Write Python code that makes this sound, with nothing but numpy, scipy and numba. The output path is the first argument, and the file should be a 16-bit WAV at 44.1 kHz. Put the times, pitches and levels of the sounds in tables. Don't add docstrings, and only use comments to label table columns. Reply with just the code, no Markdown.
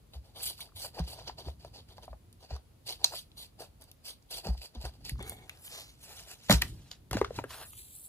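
import sys
import numpy as np
from scipy import signal
from scipy.fft import rfft, irfft
from scipy.io import wavfile
from scipy.ndimage import uniform_filter1d, map_coordinates
from numba import njit

SR = 44100
rng = np.random.default_rng(int(sys.argv[2]) if len(sys.argv) > 2 else 0)


def generate_wav(sig):
    pcm = np.round(np.clip(np.atleast_2d(sig).T, -1, 1) * 32767).astype(np.int16)
    wavfile.write(sys.argv[1], SR, pcm)


def gain_from_db(level_db):
    decades = np.asarray(level_db, float) / 20
    return 10 ** decades


N = 356328

# (frequency [Hz], spectral density [dB per Hz])
HUSH_COLOUR = [(150, 1), (250, -6.5), (484, -5.5), (1700, -18.5), (4650, -18), (5440, -23), (10400, -20),
               (11900, -23), (13200, -21.5), (15000, -24), (16000, -22.5)]
HUSH_DB = -66

# (frequency [Hz], left over right [dB])
PORT_SHADE = [(300, 0), (1000, 3), (3000, 1.5), (5200, -2.5), (7500, -2), (9000, -1)]
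# (time [s], delay of the right port [samples], echo of near surfaces [dB])
HAND_PLACE = [(0, 4.8, -1), (1.1, 5.4, 1), (2.599, 5.3, 2), (3.602, 5.7, 1.5), (4.05, 5.5, 0),
              (5.101, 5, 0), (5.19, 7.75, -1), (5.4, 7.1, 3), (5.85, 7.44, -5), (6.1, 4.6, 0),
              (6.55, 5.9, 1.5), (6.95, 0.7, 2.5), (7.1, 3.94, 0.5), (7.44, 4.5, -0.5), (7.5, 0.63, 0.5),
              (7.65, 2.9, -5.5), (7.72, 13.6, -3), (8.08, 9.9, -4.5)]
MOVE_RATE_HZ, MOVE_TURNS = 9, 1.2
RUB_ECHO_DB, TICK_ECHO_DB, ECHO_FALL_S = -10, -13, 0.0015
# (time [s], share cancelled [0-1])
MIRROR_SHARE = [(0, 0), (5.17, 0), (5.2, .8), (5.45, .8), (5.55, 0), (7.66, 0), (7.72, .85), (8.08, .9)]
MIRROR_HZ, MIRROR_WIDTH_HZ = 5230.0, 850.0

# (time [s], sway [dB], sway [Hz], board [dB], board [Hz])
TABLE_BUMPS = [(0.159, -41.5, 66, -69, 119), (0.467, -57.5, 67.6, -59.5, 139), (0.745, -56, 89, -82, 156),
               (1.008, -32.5, 62.7, -38, 166), (1.472, -39, 69, -49, 123), (2.105, -45, 58, -71, 147),
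               (2.522, -36, 67, -48.5, 113), (2.852, -61, 115, -73, 117.3), (4.351, -52, 44.2, -65, 134),
               (4.469, -44, 109, -47.5, 175), (4.495, -27, 59.2, -42, 181.5), (4.575, -45.5, 58, -65, 150),
               (4.772, -39.5, 61.5, -56.5, 220), (4.848, -39, 61, -48, 119), (5.127, -35, 62, -43.5, 127),
               (5.199, -46, 54.4, -52, 190), (6.507, -29.5, 114.4, -25.5, 196.4),
               (6.541, -23.5, 60.7, -32.5, 162), (7.124, -39, 60.7, -42, 121),
               (7.155, -39.5, 107, -41.5, 200), (7.214, -42, 68.2, -55, 266), (7.387, -49, 106, -45.5, 128)]
# (time [s], level [dB])
HAND_SHAKE = [(0.0, -59.5), (0.79, -60.5), (1.17, -56), (2.07, -56), (2.48, -60.5), (3.24, -58),
              (4.7, -64.5), (5.24, -47), (5.56, -58.5), (6.45, -61), (6.66, -40.5), (6.91, -58.5),
              (7.36, -48.5), (7.6, -60.5), (8.08, -62)]
# (frequency [Hz], width [Hz], level [dB])
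TABLE_MODES = [(51.2, 25, 4), (111, 56.4, -0.5), (169.6, 117, -9.5), (285, 93, -10)]
STAND_SIDE_DB, STAND_LAG_S = -19, 0.003

# (time [s], crack [dB], crack [Hz], sizzle [dB])
FIBRE_SNAGS = [(0.1351, -45, 3150, -52), (0.4664, -45, 3340, -42), (.606, -34.5, 2580, -36),
               (1.04, -48, 3500, -62), (1.2795, -32, 3000, -68), (2.055, -61, 4700, -50),
               (2.328, -49, 4700, -47.5), (2.8924, -25, 4650, -37), (3.0437, -5.5, 4500, -20.5),
               (3.054, -29.5, 4780, -45), (3.061, -31, 5840, -51), (3.1722, -38, 4200, -50.5),
               (3.317, -47.5, 3500, -74), (3.3827, -41, 4170, -51.5), (3.8128, -59.5, 4500, -46.5),
               (3.822, -62, 4500, -43), (3.84, -65, 4500, -46), (3.915, -43, 4500, -42),
               (4.067, -70, 5700, -51), (4.225, -54.5, 5200, -79), (4.3097, -41, 4900, -44),
               (4.6167, -39.5, 3000, -62), (5.0507, -34, 4900, -42.5), (5.0952, -31.5, 2430, -27.5),
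               (5.227, -45, 2200, -35.5), (5.2962, -43, 3400, -24.5), (5.495, -31, 2600, -39),
               (5.573, -46, 4680, -70), (5.678, -37, 3210, -62), (6.315, -55, 3000, -40),
               (6.331, -50, 3000, -55), (6.9143, -31.5, 3780, -45)]
SNAG_POP_DB, SNAG_POP_HZ = -31.5, 730
# (time [s], pop [dB], pop [Hz], crack [dB])
BOTTLE_TAPS = [(.3601, -66, 570, -54.5), (.593, -53.5, 1160, -75), (.69, -65, 1150, -80),
               (0.721, -63, 1100, -80), (0.848, -44.5, 804, -59), (0.9934, -39.5, 710, -34.5),
               (1.286, -49, 310, -70), (1.2956, -38, 872, -55), (1.47, -46.5, 322, -67.5),
               (1.4842, -40, 650, -64), (1.648, -43.5, 670, -46), (1.9815, -45.5, 730, -46),
               (2.0795, -42, 680, -75), (2.1302, -46.5, 730, -71.5), (2.5067, -42, 674, -54),
               (2.5643, -48.5, 910, -45), (3.123, -45, 746, -55.5), (3.137, -41, 755, -55.5),
               (3.605, -43, 443, -46), (4.4483, -54, 641, -37.5), (4.4698, -37.5, 480, -31.5),
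               (4.55, -53, 784, -75), (4.7502, -52.5, 248, -43), (5.2063, -43, 404, -61),
               (5.32, -45.5, 730, -57)]
TAP_CRACK_HZ, TAP_SIZZLE_DB = 4500, -8.5
# (time [s], crack [dB], crack [Hz], pop [dB], pop [Hz])
BOTTLE_KNOCKS = [
    (6.4972, -15.5, 1400, -19.5, 610),
    (6.506, -11.5, 4200, -29, 233),
    (6.5084, -14.5, 6200, -23.5, 1700),
    (6.5107, -23, 1700, -29.5, 1300),
    (6.5112, -25.5, 3000, -32, 1400),
    (6.525, -13, 5500, -30, 270),
    (6.621, -15.5, 2200, -38.5, 900),
    (6.6196, -16, 4500, -48, 507),
]
KNOCK_SIZZLE_DB = -6.5
# (time [s], crack [dB], pop [dB], pop [Hz], sizzle [dB])
SHEET_BUCKLES = [(7.1116, -31, -40, 375, -30), (7.131, -27, -36, 493, -34), (7.151, -47, -30.5, 263, -61.5),
                 (7.169, -28, -33, 498, -55), (7.2141, -28, -20.5, 386, -42.5),
                 (7.246, -28, -30.5, 1090, -55), (7.307, -57, -36, 432, -71),
                 (7.387, -32.5, -35.5, 289, -54), (7.4402, -32, -37.5, 446, -44.5),
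                 (7.5072, -61, -46, 960, -75), (7.7327, -47, -58, 1134, -70)]
BUCKLE_CRACK_HZ = 1400
# (time [s], crack [dB], crack [Hz], pop [dB], pop
# [Hz])
FURTHER_TICKS = [(0.9879, -38, 1970, -57, 805), (3.0444, -15, 7040, -35.5, 920),
                 (5.157, -70, 3000, -57, 1110), (5.181, -52, 4000, -77, 900), (5.193, -47, 6600, -47, 970),
                 (6.5254, -13.5, 4550, -46, 900), (6.535, -26, 5500, -52, 900),
                 (6.5137, -19, 1500, -29, 250), (6.6215, -23, 3200, -38, 1400),
                 (6.628, -38, 2500, -43, 1200), (7.1114, -31, 4500, -50, 2200),
                 (7.1305, -31, 4400, -58, 1500), (7.141, -59, 3000, -41, 1500),
                 (7.1688, -30.5, 4170, -53, 2200), (7.2149, -32, 4500, -23.5, 995),
                 (7.247, -30.5, 4000, -60, 2000), (7.3434, -50, 2670, -61, 900),
                 (7.3625, -38, 4370, -62.5, 900), (7.3662, -38, 4480, -63, 600),
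                 (7.3888, -36, 2270, -32.5, 940), (7.4421, -51, 3520, -46, 1540),
                 (7.7335, -47.5, 2800, -61, 1200), (7.122, -45, 1600, -52.5, 600),
                 (7.179, -43, 2500, -42, 705), (7.226, -37, 1800, -49, 800), (7.256, -42, 1500, -49.5, 700),
                 (7.397, -44, 1600, -40, 590), (7.381, -45, 3000, -49, 300), (7.392, -43, 2590, -44, 900),
                 (7.447, -42, 1500, -46.5, 293), (1.2786, -36, 3800, -53, 1200),
                 (5.298, -42, 4500, -56, 1800)]
FURTHER_SIZZLE_DB = -20.5
POP_FALL_S, PAPER_POP_FALL_S, SIZZLE_DB = 0.006, 0.003, 7

# (frequency [Hz], width [Hz], level [dB])
TIP_MODES = [(3400, 1080, -1), (4740, 400, 3.5), (5780, 830, -9)]
BOTTLE_MODES = [(445, 170, 0.5), (730, 154, 2), (952, 140, -2)]
SHEET_MODES = [(1180, 760, 3.5), (1700, 1800, 1), (2340, 760, 2)]
FIBRE_MODES = [(7520, 2200, -1.5), (9140, 6400, -2.5), (13500, 6900, -5.5), (15330, 3400, -14.5)]
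LOOSE_PAPER_MODES = [(3000, 1700, 2), (4900, 2200, 1.5), (7250, 3000, -3.5)]
FOLD_MODES = [(404, 58, 6.5), (770, 78, 1.5), (1810, 90, -7), (2200, 97, 0), (3450, 160, -1),
              (4400, 130, -11)]
PATCHINESS = (.7, 1.6, 1.2, .6, .8, .8)
CHATTER_DB, WAVER_DB = 1.15, 0.35

# (start [s], length [s], level [dB], fibre hiss over it [dB], weight on the bottle [dB])
TIP_STROKES = [(.36, 0.053, -48.5, -7.5, -4.5), (.43, 0.045, -41.5, 6.5, -21),
               (.475, 0.035, -44.5, -7, -14.5), (.578, 0.0042, -54, -7, -17.5),
               (.612, 0.0029, -43, -2.5, -12), (.645, 0.017, -66, -15, -3), (.765, 0.082, -46.5, -1, -15),
               (.845, 0.009, -58, 7.5, 5.5), (.945, 0.054, -63.5, -4, 3), (.985, 0.012, -49, -17.5, 4),
               (1.078, 0.056, -51.5, -2, -4.5), (1.145, 0.062, -62.5, -20, 0.5),
               (1.275, 0.008, -47, -17, -6.5), (2.505, 0.051, -58, -15, 5),
               (2.868, 0.0069, -49.5, -3.5, -12), (2.89, 0.034, -41.5, -7, -12),
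               (3.09, 0.091, -56, -6.5, -18), (3.115, 0.035, -68.5, 4, 13), (3.15, 0.04, -47.5, -2, -29.5),
               (3.378, 0.058, -49.5, -2.5, -11), (3.6, 0.021, -50.5, -5, 1.5),
               (4.055, 0.052, -46.5, -2.5, -13), (4.31, 0.074, -44.5, -2.5, -9.5),
               (4.45, 0.038, -51.5, -6.5, 5.5), (4.578, 0.0023, -55.5, -8, -32),
               (4.62, 0.035, -51.5, -4.5, -10.5), (4.753, 0.0023, -54.5, -21.5, 2),
               (4.815, 0.0075, -53.5, -4, -4), (4.85, 0.0094, -47, -6, 2.5), (5.052, 0.049, -48, -7, -11.5)]
# (start [s], length [s], level [dB])
TIP_DABS = [(0.138, 0.015, -57), (0.246, 0.05, -68.5), (0.95, 0.0079, -58), (1.046, 0.019, -61),
            (1.178, 0.091, -63), (1.384, 0.024, -53.5), (1.449, 0.052, -58), (1.601, 0.076, -65),
            (1.74, 0.057, -58.5), (1.889, 0.038, -62), (1.968, 0.0046, -66), (2.029, 0.008, -56),
            (2.103, 0.0073, -71), (2.408, 0.045, -62), (2.997, 0.025, -64), (3.035, 0.014, -52),
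            (3.647, 0.011, -68.5), (3.816, 0.005, -57), (3.884, 0.0083, -68), (4.533, 0.0088, -66),
            (4.938, 0.017, -68.5), (5.01, 0.0044, -69.5)]
DAB_HISS_DB, DAB_WEIGHT_DB = -8, -1.5
# (start [s], length [s], level [dB], fibre hiss over it [dB], weight on the bottle
# [dB])
PAPER_SLIDES = [(5.36, 0.21, -72.5, -1, 5.5), (5.65, 0.0094, -57.5, 9, -6),
                (5.73, 0.079, -48.5, -3.5, -9.5), (5.87, 0.042, -61, -6.5, -22),
                (6.03, 0.013, -59.5, 2, -8.5), (6.1, 0.022, -57, 0, -2), (6.17, 0.04, -54, -4, -9.5),
                (6.29, 0.04, -55, -1.5, -3.5), (6.44, .059, -58, -6, -16.5),
                (6.68, 0.011, -60, -1.5, -19.5), (6.75, 0.17, -69, -4.5, -5), (7.365, 0.011, -54, -3, -1.5)]
# (time [s], level [dB], fibre hiss over it [dB], weight [dB])
BLOW_RATTLES = [(3.04, -50, -8, -20.5), (6.487, -50.5, -18, -5), (6.497, -31, -15.5, -1.5),
                (6.508, -29, -3.5, -8), (6.524, -44, -2.5, -19.5), (6.616, -45, -9.5, -7),
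                (6.913, -57.5, -9, -8.5), (7.112, -54, -4, 8), (7.131, -47, -3, 9.5), (7.17, -46.5, -9, -4),
                (7.211, -59, -17, -1), (7.244, -53.5, -26, 3.5), (7.386, -76, -23, 23),
                (7.439, -81, -4, 26)]
# (start [s], length [s], level [dB], fibre hiss over it [dB],
# weight on the bottle [dB])
SHEET_SWEEPS = [
    (5.195, 0.094, -65.5, -3, -1),
    (5.28, 0.048, -61, 8, -18),
    (7.505, 0.13, -57, 4.5, -2.5),
    (7.655, 0.05, -72.5, 18, -12),
    (7.72, 0.03, -63.5, 6, -32),
    (7.775, 0.024, -59.5, 9.5, -34.5),
    (7.82, 0.14, -66, 10.5, -34),
    (7.955, .11, -70.5, 20, -29),
]
# (start [s], length [s], level [dB])
FOLD_FLUTTERS = [
    (5.205, 0.072, -50),
    (5.3, 0.028, -51),
    (5.35, 0.083, -61),
    (7.786, 0.019, -71),
    (7.845, 0.2, -82),
]
# (share of tip [dB], share of weight [dB])
SHEET_SHARES = [
    (-28.5, -9.5),
    (-15, -5.5),
    (-2.5, -7.5),
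    (-39, 8.5),
]
ATTACK_DB_S, RELEASE_DB_S = 1312, 490.5
SLIDE_ATTACK_DB_S, SLIDE_RELEASE_DB_S = 349, 301
BLOW_DB_S, RATTLE_DB_S, SWEEP_ATTACK_DB_S = 7999, 389.5, 652


def unit(x):
    return x / np.sqrt(np.mean(x ** 2))


@njit
def svf(x, hz, width):
    y, b, l = np.empty(len(x)), 0., 0.
    g, k = np.tan(np.pi * hz / SR), width / hz
    for i in range(len(x)):
        v = (b + g * (x[i] - l)) / (1 + g * (g + k))
        b, l, y[i] = 2 * v - b, l + 2 * g * v, k * v
    return y


def ring(x, modes):
    out = 0
    for k, (hz, width, db) in enumerate(modes):
        hz, wide = 1.0 * hz, 1.91 * width
        out = out + (-1) ** k * gain_from_db(db) * svf(svf(x, hz, wide), hz, wide)
    return out


def walk(rate):
    k = int(SR / rate)
    held = np.repeat(rng.standard_normal(N // k + 1), k)
    return 1.553 * uniform_filter1d(uniform_filter1d(held, k), k)[:N]


def course(table):
    s, *columns = np.transpose(table)
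    return [np.interp(np.arange(N) / SR, s, c) for c in columns]


def spectrum(table, f):
    hz, db = np.transpose(table)
    return np.interp(np.log(f + 1), np.log(hz), db)


def add(out, s, sound):
    i = int(s * SR)
    out[i:i + len(sound)] += sound[:N - i]


def hush():
    colour = gain_from_db(spectrum(HUSH_COLOUR, np.fft.rfftfreq(N, 1 / SR)))
    return gain_from_db(HUSH_DB) * unit(irfft(rfft(rng.standard_normal((2, N))) * colour, N))


def ports(x, echoing):
    t = np.arange(SR // 4) / SR
    noise = rng.standard_normal((3, 2, len(t)))
    near = uniform_filter1d(np.diff(noise[:2, :, :512], prepend=0), size=4)
    near = near * np.exp(-t[:512] / ECHO_FALL_S)
    room = gain_from_db(-39.5) * noise[2] * np.exp(-t / 0.026) * (t > 0.004)

    def heard(v, response):
        return signal.fftconvolve(v[None], response, axes=1)[:, :N]

    turn = 2 * np.pi * MOVE_TURNS * walk(MOVE_RATE_HZ)
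    lag, echo_db = course(HAND_PLACE)
    wet = gain_from_db(echo_db)
    echoing = echoing * wet
    direct = np.array([x, map_coordinates(x, [np.arange(N) - lag], order=5)])
    echoes = heard(echoing * np.cos(turn), near[0]) + heard(echoing * np.sin(turn), near[1])
    return direct + heard(x * wet, room) + echoes


def mirror(rub):
    return rub - course(MIRROR_SHARE)[0] * svf(rub, MIRROR_HZ, MIRROR_WIDTH_HZ)


def table():
    out, t = np.zeros(N), np.arange(SR // 2) / SR
    for s, sway_db, sway_hz, board_db, board_hz in TABLE_BUMPS:
        swell = 1.12 * (1 - np.exp(-t / 0.013)) ** 2 * np.exp(-t / 0.069 - (t / 0.054) ** 2)
        sway = swell * np.sin(2 * np.pi * sway_hz * t)
        decay = (1 - np.exp(-t / 0.00068)) * np.exp(-t / 0.016)
        board = decay * np.sin(2 * np.pi * board_hz * t)
        add(out, s - 0.008, gain_from_db(sway_db + 12.0) * sway + gain_from_db(board_db + 12.5) * board)
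    push = rng.standard_normal(N) * gain_from_db(0.65 * walk(4.9))
    return out + gain_from_db(course(HAND_SHAKE)[0]) * unit(ring(push, TABLE_MODES))


def stand(bumps):
    side = gain_from_db(STAND_SIDE_DB) * np.roll(bumps, int(STAND_LAG_S * SR))
    return bumps + side * np.array([[1], [-1]])


def burst(hz, width, fall_s, noise):
    kick = noise * np.exp(-np.arange(len(noise)) / SR / fall_s)
    kick[0] = 4.2
    y = svf(svf(kick, hz, width), hz, width)
    return y / np.abs(y).max()


def ticks():
    # (time, crack dB, crack Hz, pop dB, pop Hz, sizzle dB, pop decay s)
    rows = [(s, db, hz, db + SNAG_POP_DB, SNAG_POP_HZ, top_db, POP_FALL_S)
            for s, db, hz, top_db in FIBRE_SNAGS]
    rows += [(s, db, TAP_CRACK_HZ, pop_db, hz, db + TAP_SIZZLE_DB, POP_FALL_S)
             for s, pop_db, hz, db in BOTTLE_TAPS]
    rows += [(*row, row[1] + KNOCK_SIZZLE_DB, POP_FALL_S) for row in BOTTLE_KNOCKS]
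    rows += [(s, db, BUCKLE_CRACK_HZ, pop_db, hz, top_db, PAPER_POP_FALL_S)
             for s, db, pop_db, hz, top_db in SHEET_BUCKLES]
    rows += [(*row, row[1] + FURTHER_SIZZLE_DB, PAPER_POP_FALL_S) for row in FURTHER_TICKS]
    out = np.zeros(N)
    noise = rng.standard_normal((len(rows), 3, 2048))
    for (s, crack_db, crack_hz, pop_db, pop_hz, sizzle_db, fall_s), chance in zip(rows, noise):
        crack = burst(1.0 * crack_hz, 0.6 * crack_hz, 0.002, chance[0])
        pop = burst(1.0 * pop_hz, 0.54 * pop_hz, fall_s, 0.45 * chance[1])
        sizzle = burst(11000.0, 11000.0, 0.00079, chance[2])
        add(out, s, gain_from_db(crack_db) * crack)
        add(out, s, gain_from_db(pop_db + 6.0) * pop)
        add(out, s, gain_from_db(sizzle_db + SIZZLE_DB) * sizzle)
    return out


def contact(rows, attack_db_s, release_db_s):
    t, out = np.arange(N) / SR, np.zeros((3, N))
    for s, length, db, hiss_db, weight_db in rows:
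        a, b = max(int((s - 0.2) * SR), 0), int((s + length + 0.32) * SR)
        before = np.maximum(s - t[a:b], 0)
        after = np.maximum(t[a:b] - s - length, 0)
        shape = -attack_db_s * before - release_db_s * after
        out[:, a:b] += gain_from_db(db + shape + np.array([[0], [weight_db], [hiss_db]]))
    return out


def touches():
    dabs = [(s, length, db, DAB_HISS_DB, DAB_WEIGHT_DB) for s, length, db in TIP_DABS]
    rattles = [(s, 0, *levels) for s, *levels in BLOW_RATTLES]
    flutters = [(*row, 0, 0) for row in FOLD_FLUTTERS]
    kinds = (contact(TIP_STROKES + dabs, ATTACK_DB_S, RELEASE_DB_S),
             contact(PAPER_SLIDES, SLIDE_ATTACK_DB_S, SLIDE_RELEASE_DB_S),
             contact(rattles, BLOW_DB_S, RATTLE_DB_S),
             contact(SHEET_SWEEPS, SWEEP_ATTACK_DB_S, RELEASE_DB_S))
    sheet = 0
    for (tip, weight, _), (tip_db, weight_db) in zip(kinds, SHEET_SHARES):
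        sheet = sheet + gain_from_db(tip_db) * tip + gain_from_db(weight_db) * weight
    _, weight, hiss = sum(kinds)
    loose = sum(kind[0] for kind in kinds[1:])
    fold = contact(flutters, ATTACK_DB_S, RELEASE_DB_S)[0]
    return kinds[0][0], weight, sheet, hiss, loose, fold


def slips(rate, spread_db):
    released = rng.random(N) < rate / SR
    return released * rng.standard_normal(N) * gain_from_db(spread_db * rng.exponential(size=N))


def scrape():
    chatter = CHATTER_DB * walk(250) + WAVER_DB * walk(40)
    bodies = (TIP_MODES, BOTTLE_MODES, SHEET_MODES, FIBRE_MODES, LOOSE_PAPER_MODES, FOLD_MODES)
    slips_per_s = (8980, 1500, 4000, 20000, 10700, 4000)
    out = 0
    for gain, modes, rate, patchy_db in zip(touches(), bodies, slips_per_s, PATCHINESS):
        kicks = slips(rate, spread_db=0.5) * gain_from_db(chatter + patchy_db * walk(30))
        out = out + gain * unit(ring(kicks, modes))
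    return out


def scene():
    bumps, rub, tick = table(), mirror(scrape()), ticks()
    echoing = gain_from_db(RUB_ECHO_DB) * rub + gain_from_db(TICK_ECHO_DB) * tick
    return ports(rub + tick, echoing) + stand(bumps) + hush()


def low_pass(x):
    return signal.sosfilt(signal.butter(12, 15900, fs=SR, output="sos"), x)


def record(dry):
    join_hz, late_samples, low_cut_hz, air_hz, air_db = 8960, 13, 33, 15850, -60
    f = np.fft.rfftfreq(N, 1 / SR)
    top = 1 / (1 + (join_hz / (f + 1)) ** 16)
    late = np.exp(-2j * np.pi * f * late_samples / SR)
    shade = gain_from_db(spectrum(PORT_SHADE, f) / 2)
    left, right = rfft(dry) * gain_from_db(air_db / (1 + (air_hz / (f + 1)) ** 200))
    right = right * (1 - top) + top * left / late
    low_cut = 1 / (1 + (low_cut_hz / (f + 1)) ** 4)
    mix = irfft(np.array([left * shade, right / shade]) * low_cut, N)
    return low_pass(mix)


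dry = scene()
out = record(dry)
generate_wav(out)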